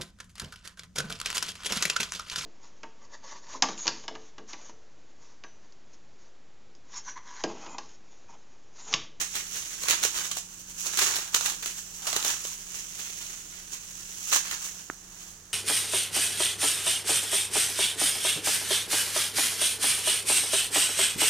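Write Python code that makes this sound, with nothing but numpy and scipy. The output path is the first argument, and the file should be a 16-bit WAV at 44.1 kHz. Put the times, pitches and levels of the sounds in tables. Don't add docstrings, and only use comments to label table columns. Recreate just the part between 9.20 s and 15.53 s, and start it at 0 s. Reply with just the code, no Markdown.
import sys
import numpy as np
from scipy import signal
from scipy.fft import rfft, irfft, next_fast_len
from scipy.io import wavfile
from scipy.ndimage import map_coordinates

SR = 44100
rng = np.random.default_rng(int(sys.argv[2]) if len(sys.argv) > 2 else 0)


def generate_wav(sig):
    pcm = np.round(np.clip(np.atleast_2d(sig).T, -1, 1) * 32767).astype(np.int16)
    wavfile.write(sys.argv[1], SR, pcm)


N = 279153
TIME = np.arange(N) / SR


def amp(db):
    return 10 ** (np.asarray(db) / 20)


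def unit(x):
    return x / np.sqrt(np.mean(x ** 2) + 1e-20)


def along_hz(points, hz):
    point_hz, values = np.transpose(points)
    return np.interp(np.log(hz + 1), np.log(point_hz + 1), values)


def along_time(points):
    return np.interp(TIME, *np.transpose(points))


def wobble(rate):
    knots = rng.standard_normal(int(N * rate / SR) + 4)
    return map_coordinates(knots, [TIME * rate])


def filtered(x, response):
    size = next_fast_len(N + SR // 4)
    spectrum = rfft(x, size) * response(np.fft.rfftfreq(size, 1 / SR))
    return irfft(spectrum, size)[..., :N]


def coloured(x, spectrum, size=2048):
    gains = amp(along_hz(spectrum, np.fft.rfftfreq(size, 1 / SR)))
    cepstrum = irfft(np.log(gains))
    cepstrum[1:size // 2] *= 2
    cepstrum[size // 2 + 1:] = 0
    pulse = irfft(np.exp(rfft(cepstrum)))
    return signal.fftconvolve(x, pulse[None] / np.linalg.norm(pulse), axes=1)[:, :N]


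def spread(pair, alike):
    def mid_side_gains(hz):
        turn = np.arccos(np.clip(along_hz(alike, hz), 0, 1)) / 2
        return np.array([np.cos(turn), np.sin(turn)])
    mid, side = filtered(pair, mid_side_gains)
    return np.array([mid + side, mid - side])


def thin(hz, corner_hz):
    u = 1j * hz / corner_hz
    return u * u / (1 + np.sqrt(2) * u + u * u)


# frequency in Hz, relative level in dB per Hz.
AIR_COLOUR = [(12, -20), (20, -3), (48, -3), (70, -4), (125, -3.5), (170, -2), (230, -8.5), (350, -7),
              (580, -14), (1700, -11), (2500, -19), (5000, -15), (6500, -4), (9000, -17.5), (16000, -25.5)]
# frequency in Hz, level in dB rms before it wavers.
HUM_LINES = [(32.3, -62), (91.0, -69), (183.2, -62), (326, -76)]


def background():
    noise = filtered(rng.standard_normal((2, N)), lambda hz: amp(along_hz(AIR_COLOUR, hz)))
    air = amp(-52.5) * unit(spread(noise, [(100, 0.96), (500, 0.64), (2000, 0.28)]))
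    waver_db, waver_rate = 1.3, 4
    hum = np.zeros(N)
    for hz, db in HUM_LINES:
        level = amp(db + waver_db * wobble(waver_rate))
        phase = 2 * np.pi * hz * TIME + 0.23 * wobble(2.91)
        hum += level * unit(np.sin(phase))
    return air + hum


def creases(per_second, scatter_db):
    happens = rng.random(N) < per_second / SR
    size = amp(scatter_db * np.clip(rng.standard_normal(N), -2, 2))
    direction = rng.uniform(0, 2 * np.pi, N)
    return unit(happens * size * np.array([np.cos(direction), np.sin(direction)]))


def pop(turns, cycles):
    return np.sin(2 * np.pi * turns) * np.exp(-turns / cycles) * (1 - np.exp(-2 * turns))


def grains(per_second, pitch, spread_octaves, cycles, scatter_db, size=256):
    count = int(per_second * N / SR)
    luck = rng.random((count, 2))
    normal = np.clip(rng.standard_normal((count, 2)), -2, 2)
    start = (luck[:, 0] * N).astype(int)
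    hz = pitch[start] * 2 ** (spread_octaves * normal[:, 0])
    strength = amp(scatter_db * normal[:, 1]) * np.sqrt(hz)
    rings = strength[:, None] * pop(hz[:, None] * np.arange(size) / SR, cycles)
    where = (start[:, None] + np.arange(size)).ravel()
    direction = 2 * np.pi * luck[:, 1:]
    mid = np.bincount(where, (rings * np.cos(direction)).ravel(), N)[:N]
    side = np.bincount(where, (rings * np.sin(direction)).ravel(), N)[:N]
    return unit(np.array([mid, side]))


# time of the peak in seconds, sliding level in dB, crumpling level in dB, release in seconds.
HAND_STROKES = [(0.013, -29.5, -35, 0.071), (.165, -32, -36, .09), (.36, -35.5, -42.5, 0.18),
                (.52, -43, -54.5, 0.68), (.635, -36, -53, 0.074), (0.707, -30, -31, 0.15),
                (0.851, -26.5, -35.5, 0.057), (.975, -34, -40.5, 0.26), (1.055, -38, -42.5, 0.16),
                (1.178, -31.5, -59, 0.051), (1.335, -47, -63, .07), (1.405, -43, -64, 0.067),
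                (1.5, -44, -60, 0.063), (1.61, -33, -51.5, .1), (1.67, -30, -40, 0.063),
                (1.823, -25.5, -31, 0.22), (1.96, -32, -35.5, .19), (2.161, -29, -35, 0.055),
                (2.26, -29.5, -37, 0.15), (2.47, -36, -44.5, 0.15), (2.59, -40, -52, 0.18),
                (2.77, -42.5, -67, 0.11), (2.891, -31, -36.5, 0.12), (2.968, -31.5, -32, 0.052),
                (3.081, -28.5, -34, 0.18), (3.265, -37.5, -50, 0.32), (3.565, -38, -48, 0.23),
                (3.81, -39, -47.5, 0.32), (4.05, -41, -49.5, 0.46), (4.35, -54, -52, 0.19),
                (4.54, -37, -45, 0.064), (4.81, -47.5, -58.5, 1), (5.09, -35.5, -51, 0.31),
                (5.136, -23, -30.5, 0.049), (5.167, -26, -32, 0.062), (5.27, -41.5, -44, 0.24),
                (5.33, -38, -44.5, 0.15), (5.449, -34.5, -46, 0.15), (5.59, -45, -55, 0.11),
                (6.0, -47, -56, .25), (6.08, -50, -63, .3)]
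# time in seconds, sliding level in dB.
RESTING_RUSTLE = [(0, -44), (1.3, -52.5), (2.1, -48.5), (5.4, -48.5), (5.8, -53.5), (6.33, -60.5)]


def hand_work():
    attack_share = 0.86
    stroke_range_db = 24
    crumple_steepness = 0.99
    resting_db = along_time(RESTING_RUSTLE)
    slide_power = amp(resting_db) ** 2
    crumple_power = amp(resting_db - 15.5) ** 2
    for s, slide_db, crumple_db, release in HAND_STROKES:
        away = np.maximum((s - TIME) / attack_share, TIME - s) / release
        near = away < 3
        drop_db = stroke_range_db * away[near]
        slide_power[near] += amp(slide_db - drop_db) ** 2
        crumple_power[near] += amp(crumple_db - crumple_steepness * drop_db) ** 2
    return np.sqrt(slide_power), np.sqrt(crumple_power)


# frequency in Hz, relative level in dB per Hz.
SLIDE_COLOUR = [(500, -25.5), (1000, -23), (1900, -22), (2800, -8), (3800, -12.5), (5000, -10), (5800, -1),
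                (6600, 1.5), (8100, -5.5), (9300, -14), (10500, -11), (12000, -14.5), (16000, -14.5)]
# time in seconds, fold pitch in Hz.
FOLD_PITCH = [(0, 2150), (.7, 1900), (1.15, 1360), (1.7, 1700), (2.22, 1324), (2.5, 1780), (2.9, 1304),
              (3.8, 2440), (5.15, 1670), (6.0, 1400)]
# frequency in Hz, relative level in dB per Hz.
SHEET_COLOUR = [(100, -10), (200, -19.5), (350, -3), (550, -9), (900, -4), (2000, -3.5), (3000, 2),
                (4200, 0), (6000, -3), (16000, -17.5)]


def rustle():
    sliding, crumpling = hand_work()
    clumps = wobble(90)
    hiss = coloured(creases(per_second=4000, scatter_db=4), SLIDE_COLOUR)
    slide = hiss * sliding * amp(1.08 * clumps)
    crumple = crumpling * amp(3.0 * clumps + 0.37 * wobble(70))
    folds = grains(per_second=1200, pitch=along_time(FOLD_PITCH), spread_octaves=0.436,
                   cycles=2.85, scatter_db=3.5)
    sheet = coloured(crumple * creases(per_second=1800, scatter_db=3.5), SHEET_COLOUR)
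    return slide + amp(-5.0) * crumple * folds + amp(-1) * sheet


# start in seconds, relative level in dB,
# time to fall 60 dB in seconds (4 ms at least), flap level in dB relative to the snap, flap pitch in Hz.
TAUT_SNAPS = [(.153, -18, 0.077, -16, 1610), (.635, -18, 0.042, -13, 920), (.683, -12.5, 0.061, -23, 1500),
              (.698, -13, 0.079, -20, 303), (.708, -12.5, 0.047, -41, 1500),
              (.829, -11.5, 0.041, -22, 1170), (.835, -13, 0.052, -12.5, 1250),
              (.850, -14.5, .02, -10, 350), (.95, -19, .033, -27, 1200), (.976, -16.5, 0.047, -38, 1000),
              (1.113, -17, 0.067, -21.5, 910), (1.169, -17, 0.028, -13, 496),
              (1.665, -19.5, 0.033, -15, 880), (1.772, -14, 0.052, -18, 1300),
              (1.789, -6, 0.036, -17.5, 1100), (1.819, -17, 0.03, -18, 1100),
              (1.958, -10, 0.011, -21, 1300), (1.985, -23, 0.048, -12.5, 456),
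              (2.144, -5, 0.026, -38, 1190), (2.148, -2, 0.0061, -20, 725),
              (2.209, -13.5, 0.026, -14, 1210), (2.224, -20, 0.024, -20, 790),
              (2.259, -12.5, 0.052, -35, 1290), (2.298, -14.5, 0.044, -21, 1300),
              (2.426, -20.5, 0.055, -37, 1190), (2.459, -10.5, 0.019, -22, 700),
              (2.869, -13.5, 0.036, -14.5, 850), (2.929, -12.5, 0.026, -15, 540),
              (2.963, -7.5, 0.025, -12.5, 574), (3.026, -15, .03, -22, 1000), (3.048, -9, 0.024, -14, 450),
              (3.064, -17, 0.023, -12, 390), (3.250, -19, .026, -17, 1100), (5.117, -15, 0.069, -16, 1410),
              (5.126, -14.5, 0.071, -8.5, 1600), (5.146, -15, 0.018, -10, 1400),
              (5.160, -9, 0.033, -16, 1300), (5.311, -15.5, 0.031, -12, 1750),
              (5.326, -25.5, 0.03, -0.5, 1800), (5.345, -36, 0.017, -10, 1600)]
# frequency in Hz, relative level in dB per Hz.
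SNAP_COLOUR = [(400, -16), (800, -22), (1200, -2), (2000, -4), (3300, 0), (4100, 1.5), (5000, -5),
               (6600, 4), (9000, -6.5), (16000, -11)]


def snaps():
    crack_length = .018
    scatter_db = 2
    cracks, thumps = np.zeros((2, 2, N))
    bright, low = np.zeros((2, N))
    pitch = np.full(N, float(TAUT_SNAPS[0][-1]))
    for s, db, length, flap_db, flap_hz in TAUT_SNAPS:
        crack_db = 20 * np.log10(crack_length / length)
        start = round(s * SR)
        age = TIME[:N - start]
        rise = 1 - np.exp(-age / .0004)
        burst = amp(db - 60 * age / max(length, .004)) * rise
        bright[start:] += burst
        low[start:] += burst * amp(flap_db)
        pitch[start:] = flap_hz
        cracks[0, start] = amp(db + crack_db)
        thumps[0, start:] += amp(db + flap_db + crack_db + 1) * pop(flap_hz * age, cycles=0.18)
    avalanche = amp(-10.0) * bright * creases(per_second=5500, scatter_db=scatter_db)
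    flap = amp(-6.0) * low * grains(per_second=1500, pitch=pitch, spread_octaves=0.5,
                                    cycles=1.0, scatter_db=scatter_db)
    sharp = coloured(cracks + avalanche, SNAP_COLOUR)
    return sharp + filtered(thumps + flap, lambda hz: thin(hz, corner_hz=240))


# start in seconds, relative level in dB.
KNOCK_TIMES = [(5.700, -17.5)]
# frequency in Hz, relative level in dB, time to fall 60 dB in seconds.
KNOCK_RINGS = [(350, -7, 0.011), (810, -17, 0.0065), (1420, -1, 0.0066), (1690, -8, 0.0094)]


def knock():
    out = np.zeros(N)
    for s, db in KNOCK_TIMES:
        age = np.maximum(TIME - s, 0)
        for hz, level, t60 in KNOCK_RINGS:
            out += amp(db + level - 60 * age / t60) * np.sin(2 * np.pi * hz * age)
    dull = filtered(out, lambda hz: thin(hz, corner_hz=258) / (1 + 1j * hz / 3500))
    return dull * amp([[-1], [2]])


# frequency in Hz, time to fall 60 dB in seconds.
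ROOM_DECAY = [(200, 0.048), (2000, 0.25), (7000, 0.31), (15000, 0.16)]


def room(x, count=16):
    out = np.zeros((2, N + SR))
    step = N // count + 1
    for start in range(0, N, step):
        hz, t, z = signal.stft(rng.standard_normal((2, SR // 3)), SR, nperseg=256)
        decay = amp(-60 * t / along_hz(ROOM_DECAY, hz)[:, None])
        tail = signal.istft(z * decay, SR)[1]
        echo = signal.fftconvolve(x[:, start:start + step], tail / np.linalg.norm(tail[0]), axes=1)
        out[:, start + round(.005 * SR):][:, :echo.shape[1]] += echo
    return out[:, :N]


# frequency in Hz, likeness from 0 to 1.
FILM_LIKENESS = [(200, 0.98), (700, 1), (1500, 0), (4000, 0.35), (14000, 0.03)]


def scene():
    lead = .0002

    def early_left(hz):
        return np.exp(1j * np.pi * hz * lead * np.array([[1], [-1]]))
    glove = filtered(spread(rustle() + snaps(), FILM_LIKENESS), early_left)
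    tap = knock()
    close = amp(2.5) * glove + tap
    walls = amp(-4.0) * room(glove) + amp(-16.5) * room(tap)
    return close + walls + background()


# frequency in Hz, left minus right in dB.
PORT_COLOUR = [(100, -2), (550, -1), (1200, -4.5), (2800, -3), (4200, -3.5), (5400, -5.5), (6400, -16),
               (7400, -7.5), (8400, 1), (9800, -6.5), (12000, 6.5), (15000, 8)]


def record(dry):
    top_hz = 16100

    def ports(hz):
        gains = amp(along_hz(PORT_COLOUR, hz) * np.array([[.5], [-.5]]))
        return gains / np.sqrt(np.mean(gains ** 2, axis=0))
    heard = np.clip(filtered(dry, ports), -.9, .9)
    return filtered(heard, lambda hz: hz < top_hz)


dry = scene()
out = record(dry)
generate_wav(out)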